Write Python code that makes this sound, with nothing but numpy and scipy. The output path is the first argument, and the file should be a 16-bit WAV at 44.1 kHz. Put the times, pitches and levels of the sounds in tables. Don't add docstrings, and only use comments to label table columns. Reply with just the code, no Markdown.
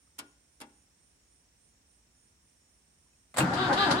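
import sys
import numpy as np
from scipy import signal
from scipy.fft import rfft, irfft
from scipy.io import wavfile
from scipy.ndimage import uniform_filter1d

SR = 44100
rng = np.random.default_rng(int(sys.argv[2]) if len(sys.argv) > 2 else 0)


def output_pcm(signal):
    pcm = np.clip(np.atleast_2d(signal).T, -1, 1) * 32767
    wavfile.write(sys.argv[1], SR, np.round(pcm).astype(np.int16))


N = 176400
T = np.arange(N) / SR

# (frequency [Hz], relative level [dB])
AIR_SPECTRUM = [(20, -46), (37, -7.5), (55, 5.5), (116, -4.5), (246, -7), (550, -16.5), (1400, -21.5),
                (1800, -18.5), (4600, -23.5), (5600, -18.5), (9400, -17.5), (10900, -32.5), (15500, -32)]
# (frequency [Hz], side gain [dB])
AIR_SIDE = [(60, -15.5), (290, -9.5), (640, 0)]
# (frequency [Hz], left over right [dB])
AIR_LEAN = [(6000, 0.5), (8100, -14), (10000, -11), (15000, 3.5)]
# (pitch [Hz], pitch spread [Hz], level [dB], pulse rate [Hz], pulse depth [0-1],
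# left over right [dB], time of one crest [s], glide [Hz])
INSECT_TRILLS = [(5560, 104.8, -78.5, 24, 0.4, 4, 1.2, 105), (9200, 163, -81.5, 3.6, 1, -17, 1.09, 140),
                 (8750, 133, -81.5, 3.2, 1, -15, 0.078, 66)]
# (time [s], pitch [Hz])
FINGER_TICKS = [(0.075, 1270), (3.063, 1000), (3.134, 2540)]
# (time [s], relative level [dB], treble gain [dB])
SWITCH_HITS = [(0.183, -12, -1), (0.1864, -20.5, 16), (0.1892, -9.5, 11), (.197, -0.5, -5),
               (0.6026, -11, -3), (.605, -12, -4.5), (.612, -5, -4), (.618, -5, -6), (0.635, -15, -23)]
# (frequency [Hz], relative level [dB])
SWITCH_SPECTRUM = [(70, -54), (130, -14.5), (205, -13.5), (290, -3), (420, -9), (600, -12.5), (1000, -10),
                   (1800, -13), (2800, -12.5), (6400, -15.5), (9300, -7.5), (15500, -28)]
# (frequency [Hz], T60 [s])
SWITCH_DECAY = [(200, 0.27), (1000, 0.15), (3000, 0.081), (10000, 0.043)]
DETENTS = [0.190, 0.615]
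# (frequency [Hz], level at first detent [dB], level at second [dB])
DASH_PANEL_MODES = [(289.8, -51.5, -51), (818, -57, -49.5), (888, -58, -54.5), (1034, -51.5, -67),
                    (1435, -46.5, -57.5), (2053, -68, -54), (2270, -53, -59), (2705, -56, -51.5),
                    (2780, -47.5, -59), (3120, -49, -65), (3340, -59, -55), (4430, -46, -72),
                    (5100, -48, -55), (5280, -49, -63)]
CRICKET_CHIRPS = [.255, .73, 1.21, 1.68, 2.16, 2.605, 3.095]
# (time [s], frequency [Hz], level [dB], T60 [s])
SOLENOID_PINGS = [(3.342, 772, -52, 0.1), (3.342, 2050, -51, 0.07), (3.406, 2560, -30, .08),
                  (3.406, 2790, -29.5, .07)]
# (time [s], relative level [dB], treble gain [dB])
PINION_IMPACTS = [(3.342, -20, -4), (3.364, -10.5, -28), (3.371, -6, 3.5), (3.382, -0.5, 1.5),
                  (3.385, .5, 1.5), (3.408, -13, -20)]
# (frequency [Hz], relative level [dB])
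PINION_SPECTRUM = [(80, -34.5), (136, -2), (446, -10), (569, 0), (809, -1.5), (1830, -8), (2660, -16.5),
                   (4040, -13.5), (6000, -24), (7830, -10), (15500, -33.5)]
# (frequency [Hz], T60 [s])
IRON_DECAY = [(150, 0.89), (1000, 0.18), (3000, 0.23), (8000, 0.1), (15000, 0.16)]
# (time [s], frequency [Hz], level [dB], T60 [s])
CHASSIS_JOLTS = [(3.408, 312, -18, 0.13), (3.424, 178, -25, 0.38), (3.422, 140, -27, 0.41)]
# (time [s], tooth mesh rate [Hz])
MESH_RATE = [(3.38, 90), (3.44, 175.7), (3.485, 253.9), (3.53, 260.3), (3.555, 315.1), (3.585, 367.8),
             (3.615, 384.5), (3.655, 368.8), (3.685, 313.9), (3.715, 254), (3.745, 262.6), (3.778, 391.5),
             (3.812, 405.4), (3.85, 393.4), (3.90, 276), (3.93, 273.4), (3.965, 358), (4.0, 412)]
# (time [s], level [dB])
DRIVE_LEVEL = [(3.36, -60), (3.39, -1), (3.5, -5), (3.62, -5), (3.72, -3.5), (3.825, -5), (3.875, -3),
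               (3.92, 2), (4.0, -7.5)]
# (time [s], level [dB])
CLASH_LEVEL = [(3.62, -1), (3.76, -0.5), (3.815, 4), (3.88, 1.5), (3.98, -5)]
# (frequency [Hz], relative level [dB])
RASP_SPECTRUM = [(600, -1.5), (1300, -3), (1800, -0.5), (2400, -3.5), (3200, 0), (4100, -2.5), (4900, -1.5),
                 (5600, -19.5), (8000, -19.5), (15000, -38.5)]
# (frequency [Hz], relative level [dB])
RUMBLE_SPECTRUM = [(24, -64), (40, -6), (122, 0.5), (284, 7.5), (432, -3.5), (643, -6.5), (910, 2.5),
                   (1060, -3), (1570, -3.5), (2280, -16.5), (3220, -29), (4680, -24.5), (8070, -27.5),
                   (15000, -58.5)]
# (frequency [Hz], relative level [dB], T60 [s])
CASTING_MODES = [(136.8, -3.5, 0.45), (173.7, -4.5, 0.92), (248.5, 1, 0.36), (308, -10, 0.19),
                 (376.2, 0, 0.25), (527, -5.5, 0.06), (725, 0, 0.21), (802, -6, 0.19), (953, -4.5, 0.21),
                 (1212, -1, 0.065), (1391, 0, 0.13), (1530, 0, 0.33), (1694, -6.5, .1)]
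# (multiple of the mesh rate, level at full speed before drive and clash [dB])
WHINE_PARTIALS = [(1, -39), (2, -39), (3, -34.5), (3.7, -46), (4, -44.5), (4.2, -36.5), (5, -44),
                  (7, -48.5), (8, -40.5), (9, -38.5), (9.6, -40.5), (10, -37), (10.8, -39.5), (12, -49)]
# (time [s], knock level [dB], puff level [dB], strain level [dB])
COMPRESSIONS = [(3.53, -38.5, -37, -34.5), (3.724, -33, -54, -25), (3.904, -28, -35, -30.5)]
# (frequency [Hz], relative level [dB])
STRAIN_SPECTRUM = [(140, -22), (290, 0.5), (420, -17), (540, 4.5), (630, -4.5), (800, 5), (1200, -9),
                   (1600, -3.5), (2300, -21), (6000, -56)]
# (frequency [Hz], relative level [dB])
KNOCK_SPECTRUM = [(500, -8), (1000, 7), (2400, -9), (4300, 2), (5800, -9.5), (9400, -18), (10400, -9.5),
                  (11600, -32), (15000, -41)]
# (frequency [Hz], relative level [dB])
PUFF_SPECTRUM = [(25, -29), (45, -19), (70, -16), (100, 19), (160, -2), (400, -38)]
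# (frequency [Hz], side gain [dB])
TRACTOR_SIDE = [(60, -26), (150, -20.5), (300, -15), (640, -8), (1200, 0), (15000, 0)]
# (frequency [Hz], left over right [dB])
TRACTOR_LEAN = [(380, 0), (700, 2), (1300, 6), (2400, 2.5), (6000, 1.5), (8100, -11), (15000, -6)]


def amp(db):
    return 10 ** (np.asarray(db) / 20)


def unit(x):
    return x / np.sqrt(np.mean(x ** 2) + 1e-20)


def at_hz(points, hz):
    freqs, values = np.transpose(points)
    return np.interp(np.log(np.maximum(hz, 1)), np.log(freqs), values)


def scattered(x, response):
    return signal.fftconvolve(x, response / np.linalg.norm(response[0]), axes=1)[:, :N]


def coloured(x, spectrum, size=8192):
    cepstrum = irfft(np.log(amp(at_hz(spectrum, np.fft.rfftfreq(size, 1 / SR)))))
    cepstrum[1:size // 2] *= 2
    cepstrum[size // 2 + 1:] = 0
    return scattered(x, irfft(np.exp(rfft(cepstrum)))[None])


def white():
    return rng.standard_normal((2, N))


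def drift(hz):
    return unit(signal.sosfilt(signal.butter(2, hz, fs=SR, output="sos"), white()))


def ring(x, hz, t60):
    radius, step = amp(-60 / (t60 * SR)), 2 * np.pi * hz / SR
    mode = signal.lfilter([0, np.sin(step)], [1, -2 * radius * np.cos(step), radius ** 2], x + 1e-18)
    return mode * np.sqrt(4 * np.log(1000) / (t60 * SR))


def ping(start, hz, db, t60):
    age = np.maximum(T - start, 0)
    phase = 2 * np.pi * hz * age
    return (age > 0) * amp(db - 60 * np.minimum(age / t60, 3)) * np.array([np.sin(phase), np.cos(phase)])


def dense_ring(decay, size=22050):
    spectrum, hz = rfft(rng.standard_normal((2, size))), np.fft.rfftfreq(size, 1 / SR)
    centres = np.geomspace(100, 15000, 12)
    band = np.abs(np.log((hz[:, None] + 1) / centres)).argmin(axis=1)
    return sum(irfft(spectrum * (band == k)) * amp(-60 * T[:size] / at_hz(decay, centre))
               for k, centre in enumerate(centres))


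def impacts(hits, decay, spectrum, crack_db=-3.5, crack_s=0.0015, treble_hz=3000):
    out = np.zeros((2, N + SR))
    for start, db, treble_db in hits:
        hit = dense_ring(decay)
        hit *= 1 + amp(crack_db) * np.exp(-T[:hit.shape[1]] / crack_s)
        dull = signal.sosfilt(signal.butter(1, treble_hz, fs=SR, output="sos"), hit)
        first = int(start * SR)
        out[:, first:first + hit.shape[1]] += amp(db) * (dull + amp(treble_db) * (hit - dull))
    return coloured(out[:, :N], spectrum)


def placed(x, width, balance):
    hz = np.fft.rfftfreq(2 * N, 1 / SR)
    mid, side = rfft(x, 2 * N)
    side *= amp(at_hz(width, hz))
    lean = amp(at_hz(balance, hz))
    return irfft(np.array([(mid + side) * lean, mid - side]) * np.sqrt(2 / (1 + lean ** 2)))[:, :N]


def open_air(db=-69.5):
    return placed(amp(db) * coloured(white(), AIR_SPECTRUM), AIR_SIDE, AIR_LEAN)


def insects(sharpness=1.3):
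    out = 0
    for hz, spread_hz, db, rate, depth, pan_db, crest_s, glide_hz in INSECT_TRILLS:
        beat = 2 * np.pi * rate * (T - crest_s) + 0.35 * drift(2)[0]
        pitch = hz + glide_hz * np.sin(beat) + spread_hz * drift(spread_hz)
        tone = unit(np.cos(2 * np.pi * np.cumsum(pitch, axis=1) / SR))
        pulses = unit((1 + depth * np.cos(beat)) ** sharpness)
        out += amp(db + np.array([[0.5], [-0.5]]) * pan_db) * tone * pulses
    return out


def key_ticks():
    return sum(ping(start, hz, db=-69.5, t60=0.046) for start, hz in FINGER_TICKS)


def key_switch(contact_db=-40, tail_db=-18.5, tail_t60=0.45):
    clicks = amp(contact_db) * impacts(SWITCH_HITS, SWITCH_DECAY, SWITCH_SPECTRUM)
    for hz, *levels_db in DASH_PANEL_MODES:
        t60 = 1.05 * at_hz(SWITCH_DECAY, hz)
        clicks += sum(ping(start, hz, db, t60) for start, db in zip(DETENTS, levels_db))
    tail = signal.lfilter([0.2], [1, -0.8], white()) * amp(-60 * T / tail_t60)
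    return clicks + amp(tail_db) * scattered(clicks, tail)


def cricket(hz=6780, chirp_s=0.096, pulse_hz=58.6, db=-72.5):
    out = 0
    for start in CRICKET_CHIRPS:
        age = T - start
        pulses = (age > 0) * (age < chirp_s) * np.sin(np.pi * pulse_hz * age) ** 2
        pitch = hz + 50 * drift(200)[0]
        out += amp(db) * pulses * np.sin(2 * np.pi * np.cumsum(pitch) / SR)
    return out


def pinion_engagement(pinion_db=-26.5, jolt_attack_s=0.013):
    out = sum(ping(*mode) for mode in SOLENOID_PINGS)
    out += amp(pinion_db) * impacts(PINION_IMPACTS, IRON_DECAY, PINION_SPECTRUM)
    for start, hz, db, t60 in CHASSIS_JOLTS:
        age = np.maximum(T - start, 0)
        out += amp(db - 60 * age / t60) * np.minimum(age / jolt_attack_s, 1) * np.sin(2 * np.pi * hz * age)
    return out


def starter(full_speed_hz=408.7, jitter=0.007, rasp_db=-33, rumble_db=-30.5, castings_db=-41.5):
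    mesh_hz = uniform_filter1d(np.interp(T, *np.transpose(MESH_RATE)), size=700)
    octaves = np.log2(mesh_hz / full_speed_hz)
    phase = 2 * np.pi * np.cumsum(mesh_hz * (1 + jitter * drift(118)[0])) / SR
    drive = amp(np.interp(T, *np.transpose(DRIVE_LEVEL)))
    clash = amp(np.interp(T, *np.transpose(CLASH_LEVEL)))
    teeth = drive * unit(np.exp(0.48 * np.cos(phase) + 0.068 * drift(175)[0]))
    load = amp(-np.maximum(octaves, -0.7))
    rasp = coloured(white() * teeth * clash * amp(rasp_db + 16 * octaves), RASP_SPECTRUM)
    rumble = coloured(white() * teeth * load * amp(rumble_db), RUMBLE_SPECTRUM)
    shake = white() * teeth * load
    castings = sum(amp(castings_db + db) * ring(shake, hz, t60) for hz, db, t60 in CASTING_MODES)
    return gear_whine(phase, octaves, drive * np.sqrt(clash)) + rasp + rumble + castings


def gear_whine(mesh_phase, octaves, drive, motor_lag_s=0.015, housing_db=-3, flare_db=6, flare_hz=24.6):
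    motor_phase = np.interp(T - motor_lag_s, T, mesh_phase)
    whine = 0
    for order, db in WHINE_PARTIALS:
        phase = mesh_phase if order == round(order) else motor_phase
        side_shift = np.array([[0], [np.pi / 2]]) * rng.choice([-1, 1])
        level = drive * amp(db + 8 * min(order - 1, 6) * octaves)
        flutter = 1 + 0.3 * np.sqrt(order / 4) * drift(hz=109)
        tone = np.sqrt(2) * np.sin(order * phase + rng.uniform(0, 2 * np.pi) + side_shift)
        whine += level * flutter * tone
    housing = scattered(whine, dense_ring(IRON_DECAY))
    flare = sum(signal.lfilter(*signal.iirpeak(hz, Q=hz / flare_hz, fs=SR), whine)
                for hz, _, _ in CASTING_MODES)
    return whine + amp(housing_db) * housing + amp(flare_db) * flare


def cylinders(knock_attack_s=0.0089, knock_hold_s=0.0037, knock_t60=0.13):
    strain_lead_s, strain_width_s = 0.005, 0.028
    puff_lag_s, puff_width_s = 0.019, 0.011
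    strain = knock = puff = 0
    for start, knock_db, puff_db, strain_db in COMPRESSIONS:
        age = T - start
        strain += amp(strain_db) * np.exp(-((age + strain_lead_s) / strain_width_s) ** 2)
        fall_db = 60 * np.maximum(age - knock_attack_s - knock_hold_s, 0) / knock_t60
        knock += np.clip(age / knock_attack_s, 0, 1) * amp(knock_db - fall_db)
        puff += amp(puff_db) * np.exp(-((age - puff_lag_s) / puff_width_s) ** 2)
    return (coloured(white() * knock, KNOCK_SPECTRUM) + coloured(white() * puff, PUFF_SPECTRUM)
            + coloured(white() * strain, STRAIN_SPECTRUM))


def scene(bass_cut_hz=57):
    tractor = key_ticks() + key_switch() + pinion_engagement() + starter() + cylinders()
    tractor = placed(tractor, TRACTOR_SIDE, TRACTOR_LEAN)
    tractor = signal.sosfilt(signal.butter(2, bass_cut_hz, "high", fs=SR, output="sos"), tractor)
    return tractor + open_air() + insects() + cricket()


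def record(dry):
    return signal.sosfilt(signal.ellip(12, 0.1, 80, 15900, fs=SR, output="sos"), dry)


dry = scene()
out = record(dry)
output_pcm(out)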